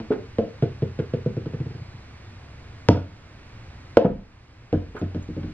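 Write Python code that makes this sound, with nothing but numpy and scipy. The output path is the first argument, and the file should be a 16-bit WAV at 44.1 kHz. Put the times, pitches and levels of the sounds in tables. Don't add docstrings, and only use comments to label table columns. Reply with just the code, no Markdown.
import sys
import numpy as np
from scipy import signal
from scipy.fft import rfft, irfft, next_fast_len
from scipy.io import wavfile
from scipy.ndimage import uniform_filter1d

SR = 44100
rng = np.random.default_rng(int(sys.argv[2]) if len(sys.argv) > 2 else 0)


def int16_out(signal):
    q = np.round(np.clip(np.atleast_2d(signal).T, -1, 1) * 32767)
    wavfile.write(sys.argv[1], SR, q.astype(np.int16))


N = 243873

# start in seconds, landing spot, blow in dB, contact in ms, slap in dB.
BOUNCES = [ (0.001, "edge", -8, 2.84, -6.5), (0.1045, "wall", -5, 1.74, 3.5),
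           (0.3847, "edge", 1.5, 1.95, -2), (0.6238, "far", 0, 1.8, -1.5), (0.8212, "far", -1.5, 2.18, -7),
           (0.989, "far", -2, 2.21, -6), (1.1362, "far", -3, 2.2, -5.5), (1.812, "far", -18, 3.6, -30),
           (1.936, "far", -21, 4.6, -35), (2.8869, "close", 9.5, 1.63, 15.5), (3.9705, "edge", 8, 1.16, 14),
           (4.0455, "frame", 11, 1.44, 8.5), (4.098, "frame", 2, 2.45, -12.5),
           (4.7280, "right", 6.5, 1.66, 0), (4.9475, "wall", -21.5, 1.4, -3),
           (5.0149, "right", -1, 2.08, -6.5), (5.1472, "right", -2.5, 2.12, -7),
           (5.288, "right", -8.5, 2.45, -27), (5.3657, "right", -7, 2.25, -16),
           (5.432, "right", -8, 2.6, -12), (5.481, "right", -14.5, 3, -25)]
# first computed bounce in seconds,
# its following flight in seconds, landing spot, blow in dB, contact in ms, slap in dB
SETTLING_RUNS = [(1.2606, 0.1062, "far", -4.5, 2.26, -9)]
REBOUND = 0.853
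REST_FLIGHT_S = 0.027
BLOW_LAW, SLAP_LAW, CONTACT_LAW = 0.72, 0.91, 0.18

# name, thud rise in seconds, cubic phase step of the modes in rad,
# slap rise in seconds, slap t60 in seconds, slap cut-off in Hz, clean snap's share of slap energy (0-1),
# level of the slap sent to the room in dB, level of the thud sent to the room in dB.
LANDING_SPOTS = [("wall", 0.00052, 0.00443, 0.04, 0.13, 2200, .01, -16, -4),
                 ("edge", 0.00031, .00772, 0.00097, 0.047, 3740, 0.37, -5, -5),
                 ("far", 0.0017, 0.003912, 0.002, 0.06, 3700, 0.17, -5, -10),
                 ("right", 0.0001, 0, .001, 0.06, 3900, 0.49, -4, -8.5),
                 ("close", 0.00024, .008, 0.0015, 0.0098, 18000, 0.93, -9, -6),
                 ("frame", 0.00065, .00796, 0.0032, 0.08, 1730, 0.15, -5.5, -8)]
# frequency in Hz, t60 in seconds, then level in dB at wall, edge, far, right, close, frame.
FLOOR_MODES = [(49.7, 1.0, -63, -65.0, -67, -36.5, -58.5, -42.5),
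               (89.6, 0.43, -66, -66.5, -26.5, -25, -22.5, -31),
               (124, 0.084, -39, -38.5, -9, -19, -12, -25.5),
               (162.8, 0.06, -34, -20.5, -16, -31.5, -33, -26),
               (198.8, 0.2, -53, -37.5, -24.5, -20.5, -57, -25.5),
               (242, 0.041, -8.5, -28.5, -13.5, -27.5, -23.5, -27.5),
               (314.2, 0.061, -44.5, -14, -14, -21, -16, -19.5),
               (377, 0.084, -6.5, -29.5, -66.5, -19, -52, -19),
               (421, 0.037, -12.5, -14, -31.5, -15, -23, -22.5), (448, 0.073, -4, -12, -9, -44, -31.5, -29),
               (515, 0.12, -32, -14.5, -19.5, -24, -29, -17.5),
               (568, 0.098, -25, -28, -25.5, -20.5, -16.5, -21.5),
               (610.6, 0.095, -11.5, -14.5, -48.5, -15.5, -23.5, -17),
               (677.2, 0.14, -35, -19, -21.5, -22, -18, -22.5),
               (707, 0.07, -17, -12.5, -46.5, -21, -12.5, -18),
               (855, 0.065, -25.5, -17, -18, -32, -27.5, -20.5),
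               (916, 0.041, -34, -18.5, -41.5, -17, -7.5, -13.5),
               (1003, 0.023, -2.5, -12.5, -28, -26, -14, -15.5),
               (364.7, 0.024, -16.5, -19, -8, -15.5, -60.5, -12.5),
               (811, 0.024, -8.5, -38.5, -30.5, -11.5, -7.5, -28),
               (169.6, 0.017, -15, -10.5, -45, -37, -4, -9), (496.6, 0.025, -6, 0, 0.5, -12, -7, -35)]
WANDER_SHARE = 0.017
WANDER_DB = 2.5
# landing spot, peak in dB relative to the blow,
# centre in Hz, width in octaves, travel time at 100 Hz in seconds.
BENDING_WAVES = [("edge", -16.5, 210, 0.91, 0.01524), ("far", -20, 340, 0.63, .034),
                 ("right", -12.5, 262, 1, .033), ("close", -17.5, 164, 0.85, 0.032),
                 ("frame", -12, 150, 0.82, 0.00929)]
TRAVEL_LAW = 0.764
LOWEST_BOOM_HZ = 45.1
# frequency in Hz, gain in dB.
SLAP_COLOUR = [(150, -22.5), (700, 7), (1100, -1.5), (1450, 2), (2100, -6), (2900, -4), (4000, -9.5),
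               (5500, -6), (8000, -26), (12000, -43.5), (16000, -41)]
GRAIN_DB = 4

# landing spot, delay in ms, gain in dB.
ROOM_ECHOES = [("wall", 13.9, -4.5), ("edge", 8.5, -4.5), ("edge", 50, -15), ("far", 5.97, -7.5),
               ("far", 11.7, -12.5), ("far", 32, -17), ("right", 12.44, -9), ("right", 22, -13.5),
               ("close", 11.2, -13), ("close", 72, -17), ("close", 88, -17), ("frame", 16, -7.5)]
# frequency in Hz, t60 in seconds.
ROOM_DECAY = [(80, 0.46), (200, 0.38), (400, 0.3), (1000, 0.32), (3000, 0.44), (8000, 0.2)]
ROOM_LEAK_HZ = 130
# frequency in Hz, likeness (0-1).
DIFFUSE_LIKENESS = [(110, .9995), (250, .92), (500, .62), (1000, .65), (2000, .6), (4000, .8), (10000, .75)]
# frequency in Hz, relative density in dB per Hz.
AIR_COLOUR = [(22, -9), (48, -6), (65, -1), (90, -0.5), (120, -0.5), (165, -12.5), (300, -14.5),
              (420, -19.5), (800, -21.5), (2300, -23.5), (3200, -30.5), (4500, -31), (6500, -39),
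              (12500, -63.5), (14500, -81)]
AIR_DB = -43

# start in seconds, swell in seconds, level in dB,
# strongest frequency in Hz.
PANEL_BUZZES = [(0.104, 0.017, -36.5, 1550), (0.992, 0.0064, -34.5, 1700), (1.139, 0.0031, -42, 1700),
                (2.895, 0.01, -42, 1900), (2.934, 0.032, -41, 1820), (3.973, 0.008, -33.5, 1410),
                (4.046, 0.01, -26, 1105), (4.729, 0.014, -35.5, 1400), (4.951, 0.02, -33, 1500),
                (5.148, .004, -43, 1400)]
# frequency in Hz, t60 in seconds, relative level in dB.
PANEL_MODES = [(1050, .04, -1.5), (1280, 0.044, 3.5), (1455, 0.04, 5), (1640, 0.025, 1.5),
               (2030, 0.009, 2.5), (2170, 0.022, -3.5), (2920, 0.0086, -2)]
RATTLE_WIDTH_OCTAVES, RATTLE_ROOM_DB = 0.56, -9

# start in seconds, length in seconds, first pitch in Hz, peak in dB.
FAR_WHISTLES = [(1.6, 0.41, 4880, -62), (1.7, 0.44, 4170, -63), (2.2, 0.14, 3570, -63)]
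WHISTLE_SAG_HZ_PER_S, WHISTLE_WIDTH_HZ = 400, 17
# start in seconds, pitch in Hz, level in dB, t60 of the ring in seconds.
HIGH_TINKS = [(3.895, 10600, -67.5, 0.11), (4.988, 6900, -36.5, 0.0051), (5.224, 6560, -40, 0.006)]

# frequency in Hz, left minus right in dB.
MICROPHONE_TILT = [(250, -.1), (500, -.3), (1000, -1.8), (4000, -2.4), (10000, -1.4)]
RIGHT_LAG_MS, CUTOFF_HZ = 0.083, 14800


def from_db(db):
    return 10 ** (np.asarray(db) / 20)


def rms_one(x):
    return x / np.sqrt(np.mean(x ** 2) + 1e-20)


def at_hz(points, hz):
    known_hz, values = np.transpose(points)
    return np.interp(np.log(np.maximum(hz, 1)), np.log(known_hz), values)


def add(out, s, sound):
    start = min(max(round(s * SR), 0), N)
    out[:, start:start + sound.shape[1]] += sound[:, :N - start]


def dying(t, t60):
    return np.exp(-np.log(1000) * t / t60)


def colour(x, spectrum):
    size = 2 * next_fast_len(x.shape[-1])
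    gain = from_db(at_hz(spectrum, np.fft.rfftfreq(size, 1 / SR)))
    cepstrum = irfft(np.log(gain))
    cepstrum[1:size // 2] *= 2
    cepstrum[size // 2 + 1:] = 0
    response = np.exp(rfft(cepstrum))
    return irfft(rfft(x, size) * response)[..., :x.shape[-1]]


def diffuse_noise(size):
    mid, side = rfft(rng.standard_normal((2, size)))
    alike = np.clip(at_hz(DIFFUSE_LIKENESS, np.fft.rfftfreq(size, 1 / SR)), 0, .9995)
    shared = np.sqrt((1 + alike) / 2) * mid
    opposed = np.sqrt((1 - alike) / 2) * side * [[1], [-1]]
    return irfft(shared + opposed, size)


def grainy(size):
    lumps = rms_one(uniform_filter1d(rng.standard_normal(size), size=44))
    return rms_one(diffuse_noise(size) * from_db(GRAIN_DB * np.clip(lumps, -2, 2)))


def room_response():
    t, noise = np.arange(SR) / SR, diffuse_noise(SR)
    hz = np.fft.rfftfreq(SR, 1 / SR)
    centres = np.geomspace(60, 15000, 9)
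    tail = 0
    for centre, share in zip(centres, np.eye(len(centres))):
        band = irfft(rfft(noise) * at_hz(np.c_[centres, share], hz), SR)
        tail = tail + band * dying(t, at_hz(ROOM_DECAY, centre))
    build_up = 1 - np.exp(-(t / 0.013) ** 2)
    return tail * build_up / np.linalg.norm(build_up * dying(t, 0.29))


def air():
    return from_db(AIR_DB) * rms_one(colour(diffuse_noise(N), AIR_COLOUR))


def bending_wave(level_db, centre_hz, width_octaves, travel_s):
    hz = np.maximum(np.fft.rfftfreq(SR, 1 / SR), 1)
    delay_s = travel_s * (100 / np.maximum(hz, LOWEST_BOOM_HZ)) ** TRAVEL_LAW
    strength = np.exp(-(np.log2(hz / centre_hz) / width_octaves) ** 2 / 2)
    phase = -2 * np.pi * np.cumsum(delay_s)
    wave = irfft(strength * np.exp(1j * phase), SR)[:SR // 2]
    return from_db(level_db) * np.pad(wave, (0, SR - len(wave))) / np.abs(wave).max()


def thud(spot, contact_ms, rise_s, dispersion):
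    t, rank = np.arange(SR) / SR, np.arange(len(FLOOR_MODES))[:, None]
    hz, t60, *at_spots = np.transpose(FLOOR_MODES)[:, :, None]
    strength = from_db(at_spots[spot] + WANDER_DB * rng.standard_normal(hz.shape))
    hz = hz * (1 + WANDER_SHARE * rng.standard_normal(hz.shape))
    lead = np.pi * rank + dispersion * rank ** 3
    modes = strength * np.sin(2 * np.pi * hz * t + lead) * dying(t, t60)
    boards = np.sum(modes, axis=0) * (1 - np.exp(-t / rise_s))
    for where, *wave in BENDING_WAVES:
        if where == LANDING_SPOTS[spot][0]:
            boards = boards + bending_wave(*wave)
    progress = np.arange(0, 1, 1000 / (contact_ms * SR))
    push = np.sin(np.pi * progress) ** 1.5
    boom = signal.butter(2, LOWEST_BOOM_HZ, "high", fs=SR, output="sos")
    radiated = signal.sosfilt(boom, boards)
    return signal.fftconvolve(radiated, push / push.sum())[:SR]


def slap(rise_s, t60, dull_hz, snap_share):
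    t, share = np.arange(SR) / SR, np.clip(snap_share, 0, 1)
    envelope = (1 - np.exp(-t / rise_s)) * dying(t, t60)
    burst = grainy(SR) * envelope / np.linalg.norm(envelope)
    contact = colour(np.sqrt(share) * (t == 0) + np.sqrt(1 - share) * burst, SLAP_COLOUR)
    dull = signal.butter(2, min(dull_hz, .45 * SR), fs=SR, output="sos")
    return signal.sosfilt(dull, contact)


def settle(s, flight_s, name, blow_db, contact_ms, slap_db):
    speeds = REBOUND ** np.arange(30)
    flights = flight_s * speeds
    times = s + np.cumsum(flights) - flights
    lifts = (flights - REST_FLIGHT_S) / (flight_s - REST_FLIGHT_S)
    bounces = []
    for time, speed, lift in zip(times, speeds, lifts):
        if lift > 0 and time < N / SR:
            blow = blow_db + BLOW_LAW * 20 * np.log10(lift)
            slap_level = slap_db + SLAP_LAW * 20 * np.log10(speed)
            bounces.append((time, name, blow, contact_ms / speed ** CONTACT_LAW, slap_level))
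    return bounces


def landings():
    return BOUNCES + [bounce for run in SETTLING_RUNS for bounce in settle(*run)]


def balls():
    out, names = np.zeros((2, N)), [row[0] for row in LANDING_SPOTS]
    rooms = [room_response() for _ in LANDING_SPOTS]
    wall = signal.butter(2, 900, fs=SR, output="sos")
    leak = signal.butter(1, ROOM_LEAK_HZ, "high", fs=SR, output="sos")
    for s, name, blow_db, contact_ms, slap_db in landings():
        spot = names.index(name)
        (thud_rise_s, dispersion, rise_s, slap_t60, dull_hz, snap_share,
         slap_room_db, thud_room_db) = LANDING_SPOTS[spot][1:]
        low = from_db(blow_db) * thud(spot, contact_ms, thud_rise_s, dispersion)
        high = from_db(slap_db) * slap(rise_s, slap_t60, dull_hz, snap_share)
        direct = low + high
        add(out, s, direct)
        snap = from_db(slap_db) * slap(rise_s, slap_t60, dull_hz, snap_share=0.94)[0]
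        to_room = from_db(thud_room_db) * low + from_db(slap_room_db) * snap
        add(out, s, signal.fftconvolve(signal.sosfilt(leak, to_room + 1e-18)[None], rooms[spot]))
        dulled = signal.sosfilt(wall, direct + 1e-18)
        for where, delay_ms, echo_db in ROOM_ECHOES:
            if where == name:
                add(out, s + delay_ms / 1000, from_db(echo_db) * dulled)
    return out


def rattles():
    out, t = np.zeros((2, N)), np.arange(SR // 4) / SR
    hz, t60, level_db = np.transpose(PANEL_MODES)[:, :, None]
    modes = from_db(level_db) * np.sin(2 * np.pi * hz * t) * dying(t, t60)
    for s, swell_s, rattle_db, centre_hz in PANEL_BUZZES:
        woken = np.exp(-(np.log2(hz / centre_hz) / RATTLE_WIDTH_OCTAVES) ** 2 / 2)
        panel = np.sum(modes * woken, axis=0)
        chatter = grainy(len(t)) * t / swell_s * np.exp(-(t / swell_s) ** 2 / 2)
        buzz = signal.fftconvolve(chatter, panel[None] / np.linalg.norm(panel))
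        add(out, s, from_db(rattle_db) * buzz)
    ring = signal.fftconvolve(out.mean(axis=0)[None], room_response())[:, :N]
    return out + from_db(RATTLE_ROOM_DB) * ring


def whistles():
    out = np.zeros((2, N))
    for s, length_s, hz, level_db in FAR_WHISTLES:
        t = np.arange(0, length_s, 1 / SR)
        waver = np.cumsum(rng.standard_normal(len(t))) * np.sqrt(2 * np.pi * WHISTLE_WIDTH_HZ / SR)
        turns = np.cumsum(hz - WHISTLE_SAG_HZ_PER_S * t) / SR
        tone = np.sin(2 * np.pi * turns + waver)
        add(out, s, from_db(level_db) * (tone * np.sin(np.pi * t / length_s))[None])
    return out


def tinks():
    out, t = np.zeros((2, N)), np.arange(SR // 2) / SR
    for s, hz, level_db, t60 in HIGH_TINKS:
        rattle = rng.standard_normal(len(t)) * dying(t, 0.11)
        resonance = np.sin(2 * np.pi * hz * t) * dying(t, t60)
        ring = signal.fftconvolve(rattle / np.linalg.norm(rattle), resonance)
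        add(out, s, from_db(level_db) * np.array([ring, ring]))
    return out


def rumble(start_s=4.06, level_db=-27, t60=0.71, top_hz=55):
    t = np.arange(SR) / SR
    band = signal.butter(2, [22, top_hz], "band", fs=SR, output="sos")
    deep = signal.sosfilt(band, rng.standard_normal(2 * SR))[None, SR:]
    out = np.zeros((2, N))
    add(out, start_s, from_db(level_db) * rms_one(deep) * dying(t, t60) * (1 - dying(t, 0.24)))
    return out


def scene():
    left, right = air() + balls() + rattles() + whistles() + tinks() + rumble()
    khz = np.fft.rfftfreq(N, 1000 / SR)
    delay = np.exp(-2j * np.pi * khz * RIGHT_LAG_MS)
    return np.array([left, irfft(rfft(right) * delay, N)])


def gain_control(x, threshold_db=-21, release_db_per_s=6.0, window_s=0.24):
    r = np.exp(-1 / (window_s * SR))
    power = signal.lfilter([1 - r], [1, -r], np.mean(x ** 2, axis=0))
    level_db = 10 * np.log10(power + 1e-12)
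    ramp = release_db_per_s * np.arange(N) / SR
    cut_db = np.maximum.accumulate(np.maximum(level_db - threshold_db, 0) + ramp) - ramp
    return x * from_db(-cut_db)


def record(dry):
    heard = []
    for x, side in zip(dry, (1, -1)):
        heard.append(colour(x, [(hz, side * db / 2) for hz, db in MICROPHONE_TILT]))
    clipped = np.clip(gain_control(np.array(heard)), -1, 1)
    top_cut = signal.ellip(10, .1, 80, CUTOFF_HZ, fs=SR, output="sos")
    return signal.sosfilt(top_cut, clipped)


dry = scene()
out = record(dry)
int16_out(out)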